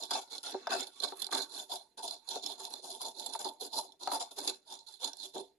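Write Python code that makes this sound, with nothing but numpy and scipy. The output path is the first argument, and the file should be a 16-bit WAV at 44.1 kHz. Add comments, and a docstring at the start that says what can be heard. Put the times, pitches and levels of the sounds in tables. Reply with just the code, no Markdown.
"""In a small kitchen, a stone pestle grinds dry seasoning in a hand-held clay bowl.
Seven or eight pushes a second shape a random stream of breaking grains: filtered noise that crunches
in the treble and excites the resonances of the bowl's body and wall. Seeds crack as short noise bursts
with a ping, and the pestle now and then knocks on the clay as a band-limited push with a skid.
Feedback delays give the kitchen's faint answer; shaped noise gives its very faint steady hush."""
import sys
import numpy as np
from scipy import signal
from scipy.fft import rfft, irfft
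from scipy.io import wavfile
from scipy.ndimage import uniform_filter1d

SR = 44100
rng = np.random.default_rng(int(sys.argv[2]) if len(sys.argv) > 2 else 0)


def store_pcm(level_fs):
    """Save levels as 16-bit WAV."""
    pcm = np.round(np.clip(level_fs, -1, 1) * 32767).astype(np.int16)
    wavfile.write(sys.argv[1], SR, np.atleast_2d(pcm).T)


N = 246078  # length [samples]


def from_db(db):
    """Logarithmic level: decibels become an amplitude gain."""
    return 10 ** (np.asarray(db) / 20)


def rms_one(x):
    """Power normalization: scale a signal to unit mean square."""
    return x / np.sqrt(np.mean(x ** 2) + 1e-20)


def cut(x, hz, kind, order):
    """Causal filtering: a Butterworth response, maximally flat in its passband."""
    return signal.sosfilt(signal.butter(order, hz, kind, fs=SR, output="sos"), x)


def tilt(x, hz, low_db, high_db):
    """Zero-phase band splitting: separate gains below and above a frequency."""
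    low = signal.sosfiltfilt(signal.butter(3, hz, fs=SR, output="sos"), x)
    return from_db(low_db) * low + from_db(high_db) * (x - low)


def die_away(x, seconds):
    """Exponential relaxation: every click leaves a tail of its own height."""
    return signal.lfilter([1], [1, -np.exp(-1 / (seconds * SR))], x + 1e-18)


def add(out, start_s, sound):
    """Linear superposition: mix a short sound in at its start time."""
    at = int(start_s * SR)
    out[..., at:at + sound.shape[-1]] += sound[..., :N - at]


def stereo_noise(alike):
    """Interchannel correlation: white noise whose power is partly shared by the two sides."""
    shared = rng.standard_normal(N)
    separate = rng.standard_normal((2, N))
    return np.sqrt(alike) * shared + np.sqrt(1 - alike) * separate


def drift(rate):
    """Low-pass random process: slow chance of unit spread, changing about rate times a second."""
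    step = 40  # samples between computed points
    r = np.exp(-2 * np.pi * rate * step / SR)
    chance = rng.standard_normal(N // step + 2002)
    slow = signal.lfilter([1], [1, -2 * r, r * r], chance)[2000:]  # settled part
    return np.interp(np.arange(N) / step, np.arange(len(slow)), rms_one(slow))


def resonate(force, modes, low_hz, high_hz, wander_db, wander_rate):
    """Modal superposition: parallel resonances, each fed unevenly by the moving contact point."""
    # a unit impulse ahead of the force probes the power gain of the whole bank
    probe = signal.unit_impulse(N // 20) * np.ones((2, 1))
    out = 0
    for k, (hz, width_hz, *sides_db) in enumerate(modes):
        r = np.exp(-np.pi * width_hz / SR)
        poles = [1, -2 * r * np.cos(2 * np.pi * hz / SR), r * r]
        coupling = rms_one(from_db(wander_db * np.clip(drift(wander_rate), -2, 2)))
        driven = np.hstack([probe, force * coupling]) + 1e-18
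        ringing = signal.lfilter([1, 0, -1], poles, driven)
        polarity = (-1) ** k
        out = out + polarity * (1 - r * r) * from_db(sides_db)[:, None] * ringing
    out = cut(out, low_hz, "high", order=4)
    out = cut(out, high_hz, "low", order=3)
    response, sound = out[:, :-N], out[:, -N:]
    return sound / np.sqrt(np.sum(response ** 2) / 2)  # about unit power gain


# spectrum of the kitchen's still air: (frequency [Hz], relative spectral density [dB per Hz])
AIR_SPECTRUM = [(20, -18), (60, -18.5), (150, -17.5), (400, -8), (900, -36), (2000, -26.5), (6000, -37),
                (14000, -26.5)]
AIR_DB = -78


def air():
    """Spectral shaping: weighted noise makes a very faint steady hush."""
    hz, db = np.transpose(AIR_SPECTRUM)
    bins_hz = np.fft.rfftfreq(N, 1 / SR)
    colour = from_db(np.interp(np.log(bins_hz + 1), np.log(hz), db))
    return from_db(AIR_DB) * rms_one(irfft(rfft(stereo_noise(alike=0.75)) * colour, N))


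SWELL_POWER, SAG_DB_PER_S = 1.12, 27  # the hand leans in, then eases a little as the grains give way
RELEASE_DB_PER_S = 571  # it lets up quickly ...
COAST_DB, COAST_DB_PER_S = -9, 190  # ... while the pestle coasts on over the powder


def pressure(start_s, swell_s, hold_s):
    """Force envelope: one push from 0 to 1 swells, holds with a slight sag, lets up and coasts out."""
    t = np.arange(N) / SR - start_s
    swell_s = max(swell_s, 0.002)  # no push swells faster
    rise = np.clip(t / swell_s, 0, 1) ** SWELL_POWER
    sag = from_db(-SAG_DB_PER_S * np.clip(t - swell_s, 0, hold_s))
    after = np.maximum(t - swell_s - hold_s, 0)
    coast = from_db(COAST_DB)
    release = (1 - coast) * from_db(-RELEASE_DB_PER_S * after) + coast * from_db(-COAST_DB_PER_S * after)
    return rise * sag * release


UNEVEN_DB, UNEVEN_PER_S = 1.5, 31  # the bed of seasoning is lumpy

# pushes of the pestle, with relative levels: (start [s], swell [s], hold [s],
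# crunch [dB], bowl rumble [dB], wall rasp [dB], depth of the rumble [dB, scaled on use],
# extra left-minus-right level of the crunch [dB], fine powder hiss [dB])
PUSHES = [(0.0, 0.0016, 0.044, -42, -51, -63.5, 9, -2.5, -1),
          (0.081, 0.079, 0.022, -35.5, -39.5, -46, -11, 2, -2),
          (0.292, 0.03, 0.038, -41, -51.5, -56, 2, -2.5, -3.5),
          (0.424, 0.027, 0.053, -38.5, -45.5, -50.5, -4.5, -0.5, -1.5),
          (0.511, 0.02, 0.17, -53, -62, -59.5, 16.5, 1, -12),
          (0.685, 0.04, 0.023, -34.5, -34.5, -37.5, -8.5, 0.5, -2),
          (0.745, 0.048, 0.028, -36, -45.5, -46, 3.5, -4, -1.5),
          (0.904, 0.13, 0.078, -46.5, -60.5, -62, 2, -2.5, -3),
          (1.013, 0.025, 0.006, -38, -40.0, -46.5, 1, -13, -2.5),
          (1.143, 0.043, 0.065, -49.5, -64.5, -55.5, 21.5, -5, 1.5),
          (1.302, 0.032, 0.06, -32.5, -39.0, -43.5, 6.5, -2, -2.0),
          (1.475, 0.09, 0.041, -41, -49.5, -58, 0.5, -1.5, 0.5),
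          (1.685, 0.046, 0.025, -39.5, -43.5, -57.5, -12, -1, 3),
          (1.968, 0.014, 0.019, -48.5, -50, -62, 0, 0.5, 2.5),
          (2.019, 0.02, 0.004, -36.5, -42, -67, -3, -1, 2.5),
          (2.062, 0.014, 0.066, -45, -52.5, -63, -2, -1.5, -0.5),
          (2.196, 0.055, 0.08, -64, -77, -72, -12, -6, 1), (2.261, 0.052, 0.06, -40, -45, -57, -1, 2, -5),
          (2.413, 0.022, 0.092, -42, -49.5, -61.5, 5.5, -4.5, -3),
          (2.57, 0.031, 0.057, -42.5, -47.5, -60, -3.0, -1.5, 0),
          (2.685, 0.026, 0.073, -47.5, -53, -66, 2.5, -4, -2.5),
          (2.816, 0.028, 0.12, -45, -49, -66.5, 2, 0.5, 5.5),
          (2.993, 0.019, 0.074, -41.5, -44, -63, -4.5, -0.5, 2),
          (3.124, 0.093, 0.091, -43.5, -49.5, -64.5, 2.5, -5, -2.5),
          (3.307, 0.034, 0.0078, -43, -46.5, -53.5, -12, -6, 3),
          (3.387, 0.0062, 0.006, -36.5, -40.5, -49, 0, -0.5, 4.5),
          (3.433, 0.022, 0.002, -37, -35.5, -61, -2.5, -6, -3.5),
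          (3.594, 0.021, 0.051, -42, -48.5, -65, 5.5, -0.5, -0.5),
          (3.705, 0.077, 0.0086, -36, -39, -65, -5, 1.5, 2),
          (3.86, 0.031, 0.047, -69.5, -66, -86, 0, -1, -1),
          (3.99, 0.03, 0.091, -43.5, -49.5, -65.5, 0.5, -2, -5),
          (4.096, 0.034, 0.021, -36.5, -36, -45.5, -13, 1, 6),
          (4.191, 0.019, 0.006, -38.5, -40.5, -50, -13.5, 2, 0.0),
          (4.306, 0.0056, 0.006, -50.0, -55, -70.0, 4, 2, 4.5),
          (4.357, 0.03, 0.11, -41, -45, -57, 4.5, 0, 4),
          (4.47, 0.0037, 0.017, -37, -53, -47.5, 15.5, 0.5, -5),
          (4.65, 0.088, 0.003, -44.5, -52.5, -65, -7, -5, -5.5),
          (4.768, 0.021, 0.042, -61, -71.5, -93, -25, -1, -3.5),
          (4.861, 0.014, 0.057, -48, -66.5, -70.5, -10, -5.5, -1.5),
          (4.989, 0.041, 0.044, -38, -47, -56.0, -1.5, -2, -3),
          (5.152, 0.099, 0.003, -41, -55, -67.5, 2.5, -2.0, -2.5),
          (5.331, 0.022, 0.05, -45.5, -45.5, -67.5, 9.5, -4, -4)]


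def strokes():
    """Power addition: pushes sum to crunch, rumble and rasp; contact averages them by squared envelope."""
    rows = np.array(PUSHES)
    effort = np.array([pressure(*row[:3]) for row in PUSHES]) ** 2 + 1e-12
    power = from_db(rows[:, 3:6].T) ** 2 @ effort
    strengths = np.sqrt(power) * from_db(UNEVEN_DB * drift(UNEVEN_PER_S))
    contact = rows[:, 6:].T @ effort / effort.sum(axis=0)
    return strengths, contact


def grains(per_s, spread_db):
    """Random point process: energy set free by breaking grains, many small ones and a few large."""
    sizes = from_db(spread_db * np.minimum(rng.exponential(1, N), 4))
    return (rng.random(N) < per_s / SR) * sizes ** 2


def crumble(energy, seconds, smooth_share, even_s):
    """Energy envelope: crumbling grains over a smooth rub; the hand keeps the mean effort even."""
    bursts = die_away(energy, seconds)
    mean = uniform_filter1d(bursts, int(even_s * SR)) + 1e-9
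    share = np.clip(smooth_share, 0, 1)
    return np.sqrt(np.maximum((1 - share) * bursts / mean + share, 0))


# resonances that colour the crunch:
# (frequency [Hz], width [Hz], relative left level [dB], relative right level [dB])
GRIT_MODES = [(3494, 150, -18.5, 0.5), (3529, 58.6, -28.5, 1.5), (3590, 41, -6, -1), (4134, 174, -31, 5),
              (4096, 176, -13.5, 0.5), (4201, 71, -42, -8), (4884, 260, -7.5, -15), (5427, 86, -7.5, -34),
              (5905, 244, -12, -25.5), (6270, 300, -15, -18.5), (7115, 314, -2.5, -14.5),
              (7393, 143, -2.5, -13), (8490, 760, -4.5, -21.5), (9845, 800, -61, -9.5),
              (10464, 1100, -56, -9), (11970, 1700, -48, -26.5)]


def crunch_treble(grit, fine_db):
    """Resonant filtering: modes colour the grit, after the powder hiss tilts its top."""
    return resonate(tilt(grit, 7700, 0, fine_db), GRIT_MODES,
                    low_hz=3035, high_hz=14400, wander_db=2.5, wander_rate=15.0)


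# resonances of the bowl's body:
# (frequency [Hz], width [Hz], relative left level [dB], relative right level [dB])
BODY_MODES = [(233.3, 75, -20, -15), (281.6, 66, -16, -9.5), (380.4, 21.5, -7.5, -3.5),
              (506, 89, -17, -13.5), (594, 25.5, -8.5, -14.5), (706.5, 76, -3, -12.5), (815, 120, -10, -10),
              (893, 49, 0, 1.5), (916, 138, -4.5, -26.5)]


def bowl_body(force):
    """Forced vibration: contact force rings the low modes of the bowl."""
    return resonate(force, BODY_MODES, low_hz=226, high_hz=980, wander_db=3.0, wander_rate=16.8)


# resonances of the bowl's wall, woken by hard rubbing:
# (frequency [Hz], width [Hz], relative left level [dB], relative right level [dB])
WALL_MODES = [(1114, 58, 2, 3.5), (1400, 77, 0, -11), (1517, 86, -1.5, 0), (1693, 600, -9, -25.5),
              (2220, 41, -5.5, -4.5), (2625, 96, -1.5, -15.5)]


def bowl_wall(force):
    """Forced vibration: rasping force rings the middle modes of the clay wall."""
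    return resonate(force, WALL_MODES, low_hz=1030, high_hz=2900, wander_db=4.5, wander_rate=6.7)


def shudder(force):
    """Compliant support: the held bowl gives a little, passing only the force's lowest band."""
    return from_db(-14.5) * cut(cut(force, 210, "low", order=2), 70, "high", order=1)


# seeds cracking: (time [s], relative level [dB], pitch [Hz], crumbling time [s])
SEED_CRACKS = [(0.0349, -36.5, 5530, 0.0018), (0.1072, -28, 4830, 0.0058), (0.1123, -39, 4520, 0.0028),
               (0.133, -32.5, 5020, 0.0084), (0.3804, -32.5, 4270, 0.0022), (0.43, -44, 10420.0, 0.0033),
               (0.6702, -36.5, 5050, 0.0023), (0.8056, -30.5, 7040, 0.0023), (0.8688, -38.5, 4370, 0.0026),
               (1.0012, -33, 4250, 0.0027), (1.0342, -27.5, 3960, 0.0075), (1.1955, -49.5, 4130, 0.0077),
               (1.2186, -31, 4270, 0.0046), (1.223, -40, 11200, 0.00087), (1.2439, -31.5, 4850, 0.0012),
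               (1.2667, -28.5, 4300, 0.0014), (1.329, -37, 4170, 0.006), (1.4177, -37.5, 4030, 0.012),
               (1.975, -47, 4250, 0.0073), (2.0775, -38, 4030, 0.0077), (2.109, -33.5, 4070, 0.002),
               (2.288, -36, 10250, 0.0019), (2.309, -42, 5640, 0.0088), (2.4356, -40, 3880, 0.0032),
               (2.4614, -28, 5370, 0.0022), (2.6512, -32.5, 4100, 0.0013), (2.738, -28, 3630, 0.00068),
               (2.925, -43.5, 4570, 0.0022), (3.0143, -36, 10700, 0.005), (3.196, -33.5, 3700, 0.0025),
               (3.2607, -32.5, 7440, 0.003), (3.3346, -37, 5200, 0.0029), (3.4446, -33.5, 4930, 0.0041),
               (3.7337, -33, 4660, 0.00071), (3.763, -45, 4800, 0.0046), (3.7828, -43, 4920, 0.0059),
               (3.92, -53, 3470, 0.0033), (4.0736, -30.5, 4480, 0.0016), (4.197, -41, 7300, 0.022),
               (4.31, -61, 10400, 0.0036), (4.475, -31, 6840, 0.0057), (4.4965, -28.5, 4140, 0.0016),
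               (4.7385, -39.5, 6870, 0.0012), (4.751, -44, 5700, 0.0018), (4.789, -47, 4070, 0.0017),
               (5.0429, -31, 6890, 0.0074), (5.0746, -37, 6600, 0.0019), (5.1322, -37.5, 5620, 0.0015),
               (5.169, -38.5, 9780, 0.0008), (5.207, -51, 4240, 0.0056)]


def cracks(rise_s, ping_width_hz):
    """Brittle fracture: seeds give way at once and crumble; returns envelope and pitched pings."""
    envelope, pings = np.zeros(N), np.zeros((2, N))
    t = np.arange(SR // 20) / SR
    for start_s, db, hz, crumble_s in SEED_CRACKS:
        burst = (1 - np.exp(-t / rise_s)) * np.exp(-t / crumble_s)
        burst = from_db(db) * burst / burst.max()
        band = [hz - ping_width_hz / 2, hz + ping_width_hz / 2]
        ping = cut(burst * rng.standard_normal((2, len(t))), band, "band", order=1)
        add(envelope, start_s, burst)
        add(pings, start_s, rms_one(ping) * np.sqrt(np.mean(burst ** 2)))
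    return envelope, pings


# the pestle knocks on the clay: (time [s], relative level [dB], pitch [Hz], skid time [s])
CLAY_KNOCKS = [(0.1105, -32, 850, 0.023), (0.545, -34, 520, 0.014), (0.6705, -28, 940, 0.0082),
               (1.123, -36, 620, 0.0093), (1.2895, -47.5, 820, 0.01), (1.3255, -27.5, 1130, 0.03),
               (2.3606, -35.5, 500, 0.0086), (3.017, -47, 790, .008), (3.352, -36.5, 890, 0.0064),
               (3.453, -43, 587, 0.0081), (4.0742, -26, 775, 0.015), (4.117, -30, 830, 0.0073),
               (4.214, -45, 840, .009), (4.3855, -43, 656, 0.0051), (5.3635, -37.5, 477, 0.0067)]


def knocks(skid_db, spread):
    """Impact force: a push, lower in pitch the more powder cushions it, with a short noisy skid."""
    out = np.zeros(N)
    t = np.arange(SR // 10) / SR
    push = signal.unit_impulse(len(t))
    for start_s, db, hz, skid_s in CLAY_KNOCKS:
        band = [hz / (1 + spread), hz * (1 + spread)]
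        skid = from_db(skid_db) * rng.standard_normal(len(t)) * np.exp(-t / skid_s)
        push_peak = np.abs(cut(push, band, "band", order=2)).max()
        add(out, start_s, from_db(db) * cut(push + skid, band, "band", order=2) / push_peak)
    return out


def grinding():
    """Source and resonator: one stream of breaking grains drives the body, the wall and the crunch."""
    (crunch, rumble, rasp), (depth_db, pan_db, fine_db) = strokes()
    gliding = 1 / (1 + crunch / from_db(-65.5))  # a light hand slides smoothly over the powder
    broken = grains(per_s=700, spread_db=3.5)
    sharp = crumble(broken, seconds=0.0012, smooth_share=gliding + 0.27, even_s=0.058)
    heavy = crumble(broken, seconds=0.0034, smooth_share=gliding, even_s=0.0099)
    seed, pings = cracks(rise_s=0.00028, ping_width_hz=97)
    knock = knocks(skid_db=-27, spread=0.56)

    # a deeper contact trades the bowl's upper modes for its lower ones
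    rub = tilt(rumble * heavy * stereo_noise(alike=0.85), 554, 0.69 * depth_db, -0.3 * depth_db)
    seed_thump = from_db(-13.0) * seed * stereo_noise(alike=1.0)
    body_force = from_db(-1.0) * rub + seed_thump + from_db(-4) * knock

    wall_rub = from_db(-2.7) * rasp * heavy + from_db(-37) * seed
    wall_force = wall_rub * stereo_noise(alike=0.38) + from_db(-14) * knock

    grit = (from_db(1.0) * crunch * sharp + from_db(0.5) * seed) * stereo_noise(alike=0.28)
    side_pings = from_db([[-6], [-1]]) * cut(pings, 3800, "high", order=4)
    treble = crunch_treble(grit, fine_db) + side_pings
    panned_treble = treble * from_db(np.outer([0.7, -0.3], pan_db))

    direct_knock = from_db([[2.5], [0.5]]) * knock  # the blow itself is heard before the bowl rings
    return panned_treble + bowl_body(body_force) + bowl_wall(wall_force) + direct_knock + shudder(body_force)


KITCHEN_T60_S, KITCHEN_DB = 0.15, -10  # time to decay by 60 dB; level of the reverberation


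def kitchen(x, order=16):
    """Reverberation by recirculation: feedback delays, half of them on each side."""
    out = np.zeros((2, N))
    lags = (rng.uniform(0.0081, 0.043, order) * SR).astype(int)
    for k, lag in enumerate(lags):
        side, polarity = k % 2, (-1) ** (k // 2)
        loop = x[side].copy()
        gain = from_db(-60 * lag / SR / KITCHEN_T60_S)
        for i in range(lag, N, lag):
            loop[i:i + lag] += gain * loop[i - lag:i][:N - i]
        out[side] += (loop - x[side]) * polarity  # echoes only
    return out / np.sqrt(order / 2)


def scene():
    """Direct and reverberant field: the bowl close by, the room behind it."""
    bowl = grinding()
    return bowl + from_db(KITCHEN_DB) * kitchen(bowl) + air()


LEFT_TOP_HZ, RIGHT_TOP_HZ, CUTOFF_HZ = 6940, 12660, 14400
TOP_ORDERS = (10, 36)  # left, right


def record(dry):
    """Band limitation: each microphone falls off above its own top, then both are cut steeply."""
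    sides = []
    for side, top_hz, order, leak_db in zip(dry, (LEFT_TOP_HZ, RIGHT_TOP_HZ), TOP_ORDERS, (-23, -20)):
        kept = signal.sosfiltfilt(signal.butter(order, top_hz, fs=SR, output="sos"), side)
        sides.append(kept + from_db(leak_db) * (side - kept))
    steep = signal.ellip(10, 0.2, 70, CUTOFF_HZ, fs=SR, output="sos")
    return signal.sosfilt(steep, np.array(sides))


dry = scene()
out = record(dry)
store_pcm(out)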